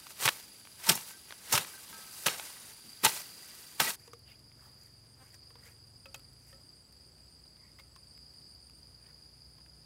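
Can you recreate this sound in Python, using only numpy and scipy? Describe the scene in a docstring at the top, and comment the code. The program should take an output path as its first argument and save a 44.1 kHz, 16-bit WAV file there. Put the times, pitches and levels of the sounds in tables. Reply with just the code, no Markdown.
"""Grass stirs among crickets, then a steel hoe chops six times: gritty noise for soil and grass, dying sines for steel.
At a second, quieter spot hands lay down a bamboo tube and set sticks and string: ticks, tube modes, brushed noise.
Crickets and katydids sing as pulsed noise in narrow resonances, near crickets as notes.
A far engine idles, then speeds up, as sine orders of its shaft; filtered noise is the air of each spot."""
import sys
import numpy as np
from scipy import signal
from scipy.io import wavfile

SR = 44100
rng = np.random.default_rng(int(sys.argv[2]) if len(sys.argv) > 2 else 0)


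def to_wav(sig):
    """Store sig (one row per channel, or 1-D mono) as 16-bit WAV at the path in sys.argv[1].

    Samples outside -1..1 are clipped; the rate is SR.
    """
    pcm = np.clip(np.atleast_2d(sig), -1, 1) * 32767
    pcm = np.round(pcm).astype(np.int16)
    wavfile.write(sys.argv[1], SR, pcm.T)  # frames by channels


N = 434385
T = np.arange(N) / SR
MOVE_S = 3.958  # the listener is at the second spot from here on


def amp(db):
    """Amplitude of a level in dB."""
    return 10 ** (np.asarray(db) / 20)


def evened(x):
    """Scales to rms 1."""
    return x / np.sqrt(np.mean(x ** 2) + 1e-20)


def noise():
    """White noise of rms 1."""
    return rng.standard_normal(N)


def curves(rows):
    """Each column after the first, interpolated over time."""
    s, *columns = np.transpose(rows)
    return [np.interp(T, s, column) for column in columns]


def coloured(x, spectrum):
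    """Causal minimum-phase filter with the shape of a (Hz, dB) spectrum and power gain 1."""
    f, db = np.transpose(spectrum)
    hz = abs(np.fft.fftfreq(8192, 1 / SR))
    gain_db = np.maximum(np.interp(np.log(hz + 1), np.log(f), db), -80)
    log_gain = np.log(amp(gain_db))
    taps = np.fft.ifft(np.exp(signal.hilbert(log_gain).conj())).real[:4096]
    return signal.oaconvolve(x, taps / np.linalg.norm(taps))[:N]


def resonate(x, hz, width_hz):
    """Moving resonance of gain 1: shifted to 0 Hz, smoothed by two equal poles, shifted back."""
    turn = np.exp(2j * np.pi * np.cumsum(hz * np.ones(N)) / SR)
    r = np.exp(-np.pi * width_hz / SR)
    smooth = signal.lfilter([(1 - r) ** 2], [1, -2 * r, r * r], x / turn)
    return 2 * (turn * smooth).real


def wander(per_s):
    """Slow chance: straight lines between normal random knots."""
    knots = np.arange(0, N / SR + 1, 1 / per_s)
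    return np.interp(T, knots, rng.standard_normal(len(knots)))


def grit(per_s, spread_db, cycles, smooth):
    """Snaps of very uneven size, each ringing a few cycles at its own pitch, over a share of plain noise."""
    t, out = T[:2400], np.zeros(N)
    for hz in np.geomspace(350, 15500, 30):
        size = amp(spread_db * np.minimum(rng.exponential(1, N), 4))
        snaps = size * (rng.random(N) < per_s * np.sqrt(hz / 1000) / SR)
        ring = np.exp(-t * hz / cycles) * np.sin(2 * np.pi * hz * t)
        out += np.sqrt(hz) * evened(signal.oaconvolve(snaps, ring)[:N])
    return evened(evened(out) + smooth * noise())


def bursts(s, db, rise_s, t60_s):
    """Envelope of sudden bursts that peak at s."""
    out = np.zeros(N)
    for at, level_db, up, down in np.broadcast(s, db, rise_s, t60_s):
        t = T[:int(1.5 * down * SR)]
        shape = np.minimum(t / up, 1) ** 2 * amp(level_db - 60 * np.maximum(t - up, 0) / down)
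        part = out[round((at - up) * SR):][:len(t)]
        part += shape[:len(part)]
    return out


def swells(s, length_s, db):
    """Envelope of soft bell-shaped swells centred on s."""
    return sum(amp(level_db) * np.exp(-(2 * (T - at) / span) ** 2)
               for at, span, level_db in zip(s, length_s, db))


def add(mix, s, peak_db, modes):
    """Adds dying sines (Hz, relative dB, t60 s) of summed peak_db at time s, with a soft start."""
    t = T[:SR // 3]
    ring = sum(amp(db - 60 * t / t60) * np.sin(2 * np.pi * hz * t) for hz, db, t60 in modes)
    body = np.minimum(t / .0015, 1) * ring
    part = mix[round(s * SR):][:len(t)]
    part += (amp(peak_db) * body / abs(body).max())[:len(part)]


# Hoe strokes. Each row: strike in s, sweep growth in dB/s, sweep at the strike in dB, pull at the strike in dB,
# pull fade in dB/s, lift after the strike in s, grass over soil in the pull in dB.
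STROKE_ROWS = [(0.252, 302, -45, -54, 36.5, 0.16, 4.5), (0.89, 317, -36, -54.5, 40, 0.24, 7),
               (1.525, 267.5, -42, -47.5, 63.5, 0.24, 3.5), (2.266, 500.5, -54, -49, 34.5, .45, 4),
               (3.041, 1500, -36.5, -45, 47.5, 0.16, 6.5), (3.804, 797.5, -49, -44, 33, 0.1, 7)]
# Tufts torn or brushed aside. Each row: centre in s, length in s, soil crunch in dB, grass swish in dB.
TUFT_ROWS = [(0, 0.2, -65.5, -64), (0.115, 0.064, -65, -59), (0.233, 0.068, -41, -37),
             (1.09, 0.033, -64, -54), (1.317, 0.096, -64.5, -64), (1.97, 0.34, -60.5, -57),
             (2.202, 0.15, -62.5, -51), (2.307, 0.074, -49, -74), (3.5, 1, -65.5, -60.5),
             (3.871, 0.061, -40.5, -42.5)]
REST_SOIL_DB, REST_GRASS_DB = -68.5, -61  # grass stirring between strokes
STOP_DB_PER_S, LIFT_DB_PER_S, SWEEP_GRASS_DB = 282, 198.5, 2


def strokes():
    """Crunch and swish envelopes: the sweep grows to the strike, the pull fades until the lift; tufts tear."""
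    s, length_s, soil_db, grass_db = np.transpose(TUFT_ROWS)
    crunch = amp(REST_SOIL_DB) + swells(s, length_s, soil_db)
    swish = amp(REST_GRASS_DB) + swells(s, length_s, grass_db)
    for at, growth, sweep_db, pull_db, fade, lift_s, over_db in STROKE_ROWS:
        t = T - at
        sweep = amp(sweep_db + np.where(t < 0, growth * t, -STOP_DB_PER_S * t))
        pull = (t > 0) * amp(pull_db - fade * abs(t) - LIFT_DB_PER_S * np.maximum(t - lift_s, 0))
        crunch = crunch + sweep + pull
        swish = swish + amp(SWEEP_GRASS_DB) * sweep + amp(over_db) * pull
    return crunch, swish


def root_tearing():
    """Roots snap dully and give way in clumps; small stones clink on the steel and ring longer."""
    roots, stones = grit(80, 3.4, 3, 1.25), grit(16, 2.2, 36, 0)
    return evened(roots + .3 * stones) * amp(1.8 * wander(70))


# Clods and stalks falling. Each row: peak in s, middle in dB, treble in dB.
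CRUMB_ROWS = [(0.068, -42, -56), (0.106, -43.5, -57), (0.652, -43.5, -73), (0.672, -48, -68),
              (0.976, -34.5, -46), (1.108, -44, -61), (1.284, -58, -60), (1.307, -39, -61),
              (1.324, -35, -58), (1.648, -38.5, -56), (1.928, -42.5, -55.5), (2.313, -48, -49),
              (2.347, -42, -47), (2.397, -33, -54)]
# Thick roots snapping. Each row: peak in s, middle in dB, treble in dB.
SNAP_ROWS = [(0.278, -16.5, -38), (0.2874, -18.5, -24), (1.577, -20, -23.5), (2.282, -23, -36),
             (3.904, -33, -40)]
REBOUND_S, REBOUND_DB = .003, -5.5  # each snap rebounds once, softer, just after itself
SNAP_RISE_S, SNAP_T60_S = 0.0005, 0.016
# Spectra of soil and of grass. Each row: frequency in Hz, density in dB per Hz.
SOIL_SPECTRUM = [(200, -26), (330, -5), (880, 1), (1300, 1.5), (2900, 1.5), (6000, -9), (8000, -44.5)]
GRASS_SPECTRUM = [(2350, -42), (4000, -4.5), (8600, 1), (11700, 0), (13800, -2), (16000, -7)]


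def soil_and_grass(crunch, swish, tearing):
    """Tearing shaped by the strokes, with noise bursts of crumbs and roots, split into soil and grass."""
    rough = noise()
    s, db, treble_db = np.transpose(CRUMB_ROWS)
    soil = crunch * tearing + bursts(s, db, 0.00043, 0.014) * rough
    grass = swish * tearing + bursts(s, treble_db, 0.00098, .012) * rough
    rebounds = [(at + REBOUND_S, a + REBOUND_DB, b + REBOUND_DB) for at, a, b in SNAP_ROWS]
    s, db, treble_db = np.concatenate([SNAP_ROWS, rebounds]).T
    soil += bursts(s, db, SNAP_RISE_S, SNAP_T60_S) * rough
    grass += bursts(s, treble_db, SNAP_RISE_S, SNAP_T60_S) * rough
    return coloured(soil, SOIL_SPECTRUM) + coloured(grass, GRASS_SPECTRUM)


# Modes of the steel blade. Each row: pitch free of soil in Hz, relative level in dB, t60 free of soil in s.
BLADE_MODES = [(913, -3.5, 0.38), (1301, -7.5, 0.69), (1585, 2.5, 0.42), (1993, 1, 0.24),
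               (2356, -7.5, 0.34), (2835, -6.5, .3), (3830, -5, 0.289), (4440, -7.5, 0.27), (5570, -4, .3),
               (6500, -9.5, 0.28), (7320, -9.5, .4)]
# Knocks that ring the blade. Each row: start in s, peak in dB, favoured pitch in Hz, freedom from soil 0-1.
KNOCK_ROWS = [(0.257, -26, 1110, 0), (0.867, -36, 950, 1), (.895, -31, 910, 0.25), (.94, -35, 5750, 0.38),
              (.955, -36, 890, 0.05), (0.969, -40, 2870, 0.4), (1.134, -53, 1620, 0.57),
              (1.529, -21.5, 6900, 0.23), (1.537, -20.5, 1075, 0.1), (1.608, -37, 3600, 0.3),
              (1.735, -47.5, 1600, 0.38), (1.777, -48, 1600, 0.16), (1.927, -45, 1200, 0.98),
              (2.267, -27, 1130, 0.1), (2.29, -32, 4480, 0.54), (2.291, -40, 7300, 0.65),
              (3.049, -20, 940, 0.12), (3.066, -20.5, 890, 0.11), (3.094, -38, 890, 0.1),
              (3.802, -23, 1080, 0.19)]
SOIL_SAG = .022  # clinging soil lowers the blade's pitch by up to this share


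def blade(crunch, tearing):
    """Scraping keeps the soil-damped modes humming; knocks ring them freely or damped by soil."""
    sound = np.zeros(N)
    for hz, db, _ in BLADE_MODES:
        # single stones ring now one mode, now another
        stones = evened(rng.exponential(1, N) * (rng.random(N) < 30 / SR))
        scrape = crunch * (tearing + amp(6) * stones)
        sound += amp(db + 2.5) * resonate(scrape, hz * (1 - SOIL_SAG), 60)
    for at, peak_db, near_hz, free in KNOCK_ROWS:
        # the spot struck favours modes near one pitch; clinging soil lowers and shortens the ring
        sag = 1 - SOIL_SAG * (1 - free)
        modes = [(hz * sag, db - 60 * np.log2(hz / near_hz) ** 2, t60 * max(free, .05))
                 for hz, db, t60 in BLADE_MODES]
        add(sound, at, peak_db, modes)
    return sound


# Bare feet shifting on soil. Each row: centre in s, length in s, level in dB.
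STEP_ROWS = [(1.943, 0.12, -59.5), (2.867, 0.048, -59)]
STEP_HZ, STEP_WIDTH_HZ = 190, 110


def feet():
    """Soft swells of low resonant noise."""
    return swells(*np.transpose(STEP_ROWS)) * evened(resonate(noise(), STEP_HZ, STEP_WIDTH_HZ))


# Blade biting roots and stones. Each row: peak in s, soil crunch in dB, grass swish in dB, thud in dB,
# t60 of crunch and swish in s.
BITE_ROWS = [(.256, -24.5, -24, -37, 0.052), (.894, -22.5, -18.5, -31.5, 0.072),
             (.919, -33.5, -32, -53.5, 0.04), (.955, -58, -38, -52, 0.059), (1.526, -41, -29, -43, 0.1),
             (1.537, -37.5, -37.5, -36.5, .11), (1.553, -32, -34, -61.5, 0.16),
             (2.265, -26, -26, -39, 0.05), (3.038, -34.5, -38.5, -40, 0.048),
             (3.052, -20.5, -17.5, -53, 0.028), (3.065, -20, -55, -32.5, 0.015),
             (3.802, -22, -25.5, -40.5, 0.036), (3.815, -35, -47, -43, 0.043)]
# Spectrum of the thud. 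Each row: frequency in Hz, density in dB per Hz.
THUD_SPECTRUM = [(40, -23.5), (85, -1.5), (170, 7), (280, -0.5), (500, 0.5), (750, -25)]
BITE_RISE_S = .0075


def hoe():
    """Strokes and bites drive soil crunch, grass swish, a dull thud and the blade; feet shift."""
    crunch, swish = strokes()
    s, db, treble_db, thud_db, t60_s = np.transpose(BITE_ROWS)
    # the thud rises and dies slower than the crunch
    low = amp(-15.5) * crunch + bursts(s, thud_db, 1.5 * BITE_RISE_S, 1.8 * t60_s)
    crunch = crunch + bursts(s, db, BITE_RISE_S, t60_s)
    swish = swish + bursts(s, treble_db, BITE_RISE_S, t60_s)
    tearing = root_tearing()
    sound = soil_and_grass(crunch, swish, tearing) + coloured(low * noise(), THUD_SPECTRUM)
    sound += blade(crunch, tearing) + feet()
    return sound * (T < MOVE_S)


def hand_treble(x):
    """Treble tone shared by brushing and tapping."""
    return coloured(x, [(2500, -34.0), (5500, 12), (9000, 7.5), (12000, 6.5), (16000, -9.0)])


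# Sticks and nails tapping. Each row: start in s, tick in dB, treble in dB, tick pitch in Hz, tube ring in dB.
TAP_ROWS = [(4.077, -55, -56, 950, -48), (4.133, -48.5, -48, 1195, -44), (5.343, -56.5, -50, 1870, -70),
            (5.505, -56, -69.5, 1050, -59), (5.555, -55, -75, 1000, -55), (5.666, -58, -60, 2120, -61),
            (6.057, -48, -64, 2560, -48.5), (6.144, -42, -39.5, 2570, -67), (6.145, -48, -70, 3210, -51.5),
            (6.528, -56, -72, 1820, -53), (7.455, -64, -71, 4000, -83), (7.788, -52.5, -64, 2090, -71),
            (7.796, -51, -72, 2150, -70), (7.797, -69, -80, 1150, -62), (7.961, -53.5, -53.5, 1060, -68.5),
            (9.583, -60.5, -80, 1040, -78)]
# Modes of the tube lying on the soil. Each row: pitch in Hz, relative level in dB, t60 in s.
TUBE_MODES = [(542, 11, 0.24), (1309, 7, 0.2), (1860, -2, .07), (2600, 3, .05), (3170, 1.5, 0.05)]
TAP_NOISE_DB = -2  # dull noise of a tap against its tick
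LAID_S, HELD_PITCH = 5.8, .87  # until then fingers over the mouth lower the tube's note by this factor
HELD_CYCLES = 65  # the grip damps the tube: its lowest mode dies in this many cycles, higher ones far sooner


def taps():
    """Each tap is a short tick, noise in middle and treble, and the hollow tube's modes."""
    s, db, treble_db, tick_hz, ring_db = np.transpose(TAP_ROWS)
    treble = bursts(s, treble_db, 0.0015, 0.026) * noise()
    sound = hand_treble(coloured(treble, [(3000, 7.0), (11000, -5.0), (13500, -12), (16000, -12)]))
    dull = bursts(s, db + TAP_NOISE_DB, 0.00095, 0.039) * noise()
    sound += coloured(dull, [(300, -24), (900, -4.5), (3500, -6.5), (6000, -19)])
    lowest_hz = TUBE_MODES[0][0]
    held = [(hz * HELD_PITCH, level_db, HELD_CYCLES / hz * (lowest_hz / hz) ** .5)
            for hz, level_db, _ in TUBE_MODES]
    for at, tick_db, hz, tube_db in zip(s, db, tick_hz, ring_db):
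        add(sound, at, tick_db, [(hz, 0, .03 if at < LAID_S else .05)])
        add(sound, at, tube_db, held if at < LAID_S else TUBE_MODES)
    return sound


# Skin and string brushing soil and bamboo. Each row: centre in s, length in s, middle in dB,
# centre of the middle in Hz, treble in dB.
RUSTLE_ROWS = [(4.05, 0.12, -66, 2110, -64), (4.309, 0.072, -57.5, 2690, -74),
               (4.675, 0.19, -68, 1200, -72), (4.855, 0.21, -72, 2040, -70), (5.216, 0.08, -66, 993, -69.5),
               (5.282, 0.075, -65, 2500, -66.5), (5.35, 0.039, -61, 1500, -64),
               (5.593, 0.066, -68, 1500, -86), (5.677, 0.1, -61, 2090, -62.5),
               (6.486, 0.13, -72, 2220, -66.5), (7.802, .06, -71, 2520, -66.5),
               (9.09, 0.13, -69, 1902, -81.5)]
SCUFF_WIDTH_HZ, SCUFF_BROAD_DB = 1500, 0  # the middle gathers round its centre over a broad part


def rustles(rubbing):
    """Swells of gritty rubbing, its middle drawn to a moving centre."""
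    s, length_s, middle_db, centre_hz, treble_db = np.transpose(RUSTLE_ROWS)
    gathered = evened(resonate(rubbing, np.interp(T, s, centre_hz), SCUFF_WIDTH_HZ))
    broad = evened(coloured(rubbing, [(300, -19), (800, -1.0), (2500, -2.5), (4500, 0.0), (8000, -10.0)]))
    scuff = evened(gathered + amp(SCUFF_BROAD_DB) * broad)
    treble = hand_treble(swells(s, length_s, treble_db) * rubbing)
    return swells(s, length_s, middle_db) * scuff + treble


# Dry grains of soil and fibres of string cracking. Each row: peak in s, middle in dB, treble in dB.
TICK_ROWS = [(4.394, -66, -62), (4.517, -57, -80), (4.834, -70, -58), (5.871, -75, -62), (6.160, -62, -52),
             (6.179, -72, -59), (6.195, -58, -56), (6.925, -62, -58), (8.177, -57, -62), (8.697, -58, -61),
             (9.063, -55, -78), (9.609, -59, -76), (9.662, -59, -76)]


def cracks():
    """Short noise bursts, with many more faint clicks strewn at random."""
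    s, db, treble_db = np.transpose(TICK_ROWS)
    sharp = evened(np.gradient(noise()))
    stray = amp([[-47], [-57]]) * rng.exponential(1, N) * (rng.random((2, N)) < 12 / SR)
    middle = bursts(s, db, 0.00072, 0.015) * noise() + np.gradient(stray[0])
    treble = bursts(s, treble_db, .0006, 0.015) * sharp + np.diff(stray[1], prepend=0)
    return coloured(middle, SOIL_SPECTRUM) + coloured(treble, GRASS_SPECTRUM)


# String creaking on the sticks. Each row: centre in s, length in s, level in dB, pitch in Hz.
CREAK_ROWS = [(7.626, 0.15, -71.5, 2100)]
# String slipping in even jerks. Each row: centre in s, length in s, level in dB, jerks per second.
SLIP_ROWS = [(5.219, 0.043, -61.5, 260)]


def string(rubbing):
    """Creaks are rubbing in resonances at a pitch and its half; slips are even jerks in a broad resonance."""
    sound = np.zeros(N)
    for at, span, db, hz in CREAK_ROWS:
        creak = resonate(rubbing, hz, 280) + .5 * resonate(rubbing, hz / 2, 150)
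        sound += swells([at], [span], [db]) * evened(creak)
    for at, span, db, per_s in SLIP_ROWS:
        jerks = np.diff(np.floor(per_s * T), prepend=0)
        sound += swells([at], [span], [db]) * evened(resonate(jerks, 660, 2300))
    return sound


def hands():
    """Brushing, tapping, cracking and string at the second spot; the rubbing comes in uneven clumps."""
    rubbing = evened(grit(45, 3.3, 8, .9) * amp(3 * wander(30)))
    return (rustles(rubbing) + taps() + cracks() + string(rubbing)) * (T >= MOVE_S)


def wings(hz, bands, strokes_per_s, depth, crisp=0):
    """Wing scraping: noise pulsed at the stroke rate, with a share of one crisp snap a stroke, in steep resonances."""
    turns = np.cumsum(strokes_per_s * (1 + 0.015 * wander(4.4) + .05 * wander(150))) / SR
    pulsed = noise() * (1 + depth * np.cos(2 * np.pi * turns))
    snaps = np.diff(np.floor(turns), prepend=0)
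    scrape = (1 - crisp) * evened(pulsed) + crisp * evened(snaps)
    out = np.zeros(N)
    for offset_hz, width_hz, db in bands:
        once = resonate(scrape, hz + offset_hz, width_hz)
        out += amp(db) * evened(resonate(once, hz + offset_hz, width_hz))
    return evened(out)


# Cricket chorus. Each row: time in s, level in dB.
CHORUS_LEVEL = [(0, -61), (2.6, -60.5), (3, -55.5), (3.9, -58.5), (3.96, -61), (7.7, -60.5), (8.2, -57.5),
                (8.7, -59.5), (9.85, -59.5)]
# Near singers heard as clear notes. Each row: offset from the chorus in Hz, level against it in dB.
NEAR_SINGERS = [(20, -14.5), (-90.5, -10.5), (-190, -10)]


def crickets():
    """Trills in groups of three pulses; far singers blur into a chorus, near ones keep a clear note."""
    phase = 2 * np.pi * np.cumsum(25.0 * (1 + 0.027 * wander(2.6))) / SR
    pitch_hz = np.where(T < MOVE_S, 4780, 4830) + 20 * wander(11.0)
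    trill = evened(1 + 0.22 * np.cos(phase) + 0.09 * np.cos(2 * phase) + 0.17 * np.cos(3 * phase))
    song = wings(pitch_hz, [(5, 500, 0), (-130, 700, -5)], 24, 0) * trill
    for offset_hz, db in NEAR_SINGERS:
        note = np.sin(2 * np.pi * np.cumsum(pitch_hz + offset_hz + 30 * wander(40)) / SR)
        song = song + amp(db + 2.5 * wander(9.3)) * note * trill ** 2
    level_db, = curves(CHORUS_LEVEL)
    return amp(level_db + 1.2 * wander(7)) * evened(song)


# A buzzing katydid. Each row: time in s, level in dB, pitch in Hz.
BUZZ_SONG = [(0, -66, 9800), (.7, -61.5, 10050), (2, -62.5, 10050), (2.45, -56.5, 9460), (3, -65, 9960),
             (3.9, -64, 9400), (3.96, -74, 10350), (5.5, -83, 10620), (6.3, -75.5, 10670), (7, -81, 10570),
             (9.85, -77.5, 10360)]


def buzzing_katydid():
    """Unbroken fast wing strokes in one broad resonance."""
    db, hz = curves(BUZZ_SONG)
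    return amp(db) * wings(hz, [(0, 1050, 0)], 113, .45, .15)


CHIRP_GROWTH_DB = 5  # each chirp grows by this much per chirp period, then stops short


def chirping(count, song, bands, strokes_per_s, duty, glide_hz):
    """A katydid: each chirp swells round a whole count and rises a little in pitch."""
    phase = (curves(count)[0] + .5) % 1 - .5
    db, hz = curves(song)
    gate = amp(CHIRP_GROWTH_DB * phase) * np.exp(-(phase / duty) ** 8)
    gate = gate * (T > song[0][0]) * (T < song[-1][0])
    return amp(db + 2 * wander(9)) * gate * wings(hz + glide_hz * phase, bands, strokes_per_s, .6, .14)


# Chirp counts of a high and a low katydid. Each row: time in s, running chirp count.
HIGH_CHIRPS = [(4.41, -2.35), (6.6, 14.6), (9.05, 33.1), (9.25, 34.05), (9.84, 38.5)]
LOW_CHIRPS = [(5.6, .5), (6.5, 7.35), (7.6, 15.7), (8.79, 24.5)]
# Songs of the two. Each row: time in s, level in dB, pitch in Hz.
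HIGH_VOICE = [(4.41, -84, 9100), (5.1, -71, 9050), (7, -70, 9100), (7.9, -72.5, 9100), (8.7, -68, 9130),
              (9.2, -73, 9280), (9.84, -73, 9360)]
LOW_VOICE = [(5.6, -88, 7820), (5.95, -78, 7820), (7, -75.5, 7820), (8.5, -76, 7820), (8.79, -92, 7820)]
# Two wing resonances of the high one. Each row: offset from the pitch in Hz, width in Hz, relative level in dB.
HIGH_WINGS = [(0, 680, 0), (-540, 440, -3.5)]


def chirping_katydids():
    """Two katydids chirp, each with its own count, pitch and wing-stroke rate."""
    high = chirping(HIGH_CHIRPS, HIGH_VOICE, HIGH_WINGS, 124, .33, 350)
    return high + chirping(LOW_CHIRPS, LOW_VOICE, [(0, 620, 0)], 116, .26, 100)


# Engine shaft. Each row: time in s, turns per second.
SHAFT_SPEED = [(4, 22.7), (4.9, 22.3), (5.2, 21.2), (5.7, 21.2), (6, 22.4), (6.2, 26.3), (6.45, 29.1),
               (6.8, 30.5), (8.3, 30.3), (9.85, 30.8)]
# Engine level. 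Each row: time in s, level in dB.
ENGINE_LEVEL = [(3.95, -75), (4, -62.5), (5.7, -63.5), (6.05, -60.5), (6.45, -62), (6.8, -67), (8.3, -65.5),
                (9.85, -64)]
# Shaft orders. Each row: multiple of the shaft speed, idling level in dB, loaded level in dB.
SHAFT_ORDERS = [(2, -11.5, 2.5), (3, -13.5, -5.5), (4, -6.5, -4), (5, -1.5, -5), (6, -2.5, -34)]
IDLE_HZ, LOADED_HZ = 21.7, 31.4  # load grows with shaft speed between these


def engine():
    """Shaft orders that waver on the long way over; load favours the low ones."""
    (speed,), (db,) = curves(SHAFT_SPEED), curves(ENGINE_LEVEL)
    turns = np.cumsum(speed * (1 + .003 * wander(6))) / SR
    load = np.clip((speed - IDLE_HZ) / (LOADED_HZ - IDLE_HZ), 0, 1)
    out = np.zeros(N)
    for multiple, idle_db, full_db in SHAFT_ORDERS:
        order_db = db + idle_db + load * (full_db - idle_db) + 1.8 * wander(13.0)
        out += amp(order_db) * np.sin(2 * np.pi * (round(multiple) * turns + rng.random()))
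    return out


# Background spectra of the first and second spot. Each row: frequency in Hz, density in dB per Hz.
FIRST_SPOT = [(25, -15), (60, -4), (130, -3.5), (350, -8.5), (700, -18), (1500, -20), (4000, -14),
              (10000, -21.5), (16500, -30.5)]
SECOND_SPOT = [(25, -25), (45, -7.5), (70, 4), (130, -4.5), (250, -7), (500, -13.5), (1000, -18.5),
               (2000, -22), (3800, -25), (6600, -24), (8150, -25), (8800, -21.5), (10000, -21),
               (11300, -25.5), (13000, -30), (16500, -34)]
FIRST_DB, SECOND_DB = -61.5, -63.5


def air():
    """Leaves, far insects and distant rumble at each spot, as wavering filtered noise."""
    first, second = (coloured(amp(0.61 * wander(7.9)) * noise(), spot) for spot in (FIRST_SPOT, SECOND_SPOT))
    return np.where(T < MOVE_S, amp(FIRST_DB) * first, amp(SECOND_DB) * second)


def scene():
    """Sums all sources into one channel."""
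    insects = crickets() + buzzing_katydid() + chirping_katydids()
    return (hoe() + hands() + insects + engine() + air())[None]


EDGE_HZ = 15850


def record(dry):
    """The microphone loses the deepest bass; then the band limit."""
    thinned = signal.sosfilt(signal.butter(2, 42, "high", fs=SR, output="sos"), dry)
    low_pass = signal.firwin(511, EDGE_HZ, window=("kaiser", 9), fs=SR)
    return signal.oaconvolve(thinned, low_pass[None], "same")


dry = scene()
out = record(dry)
to_wav(out)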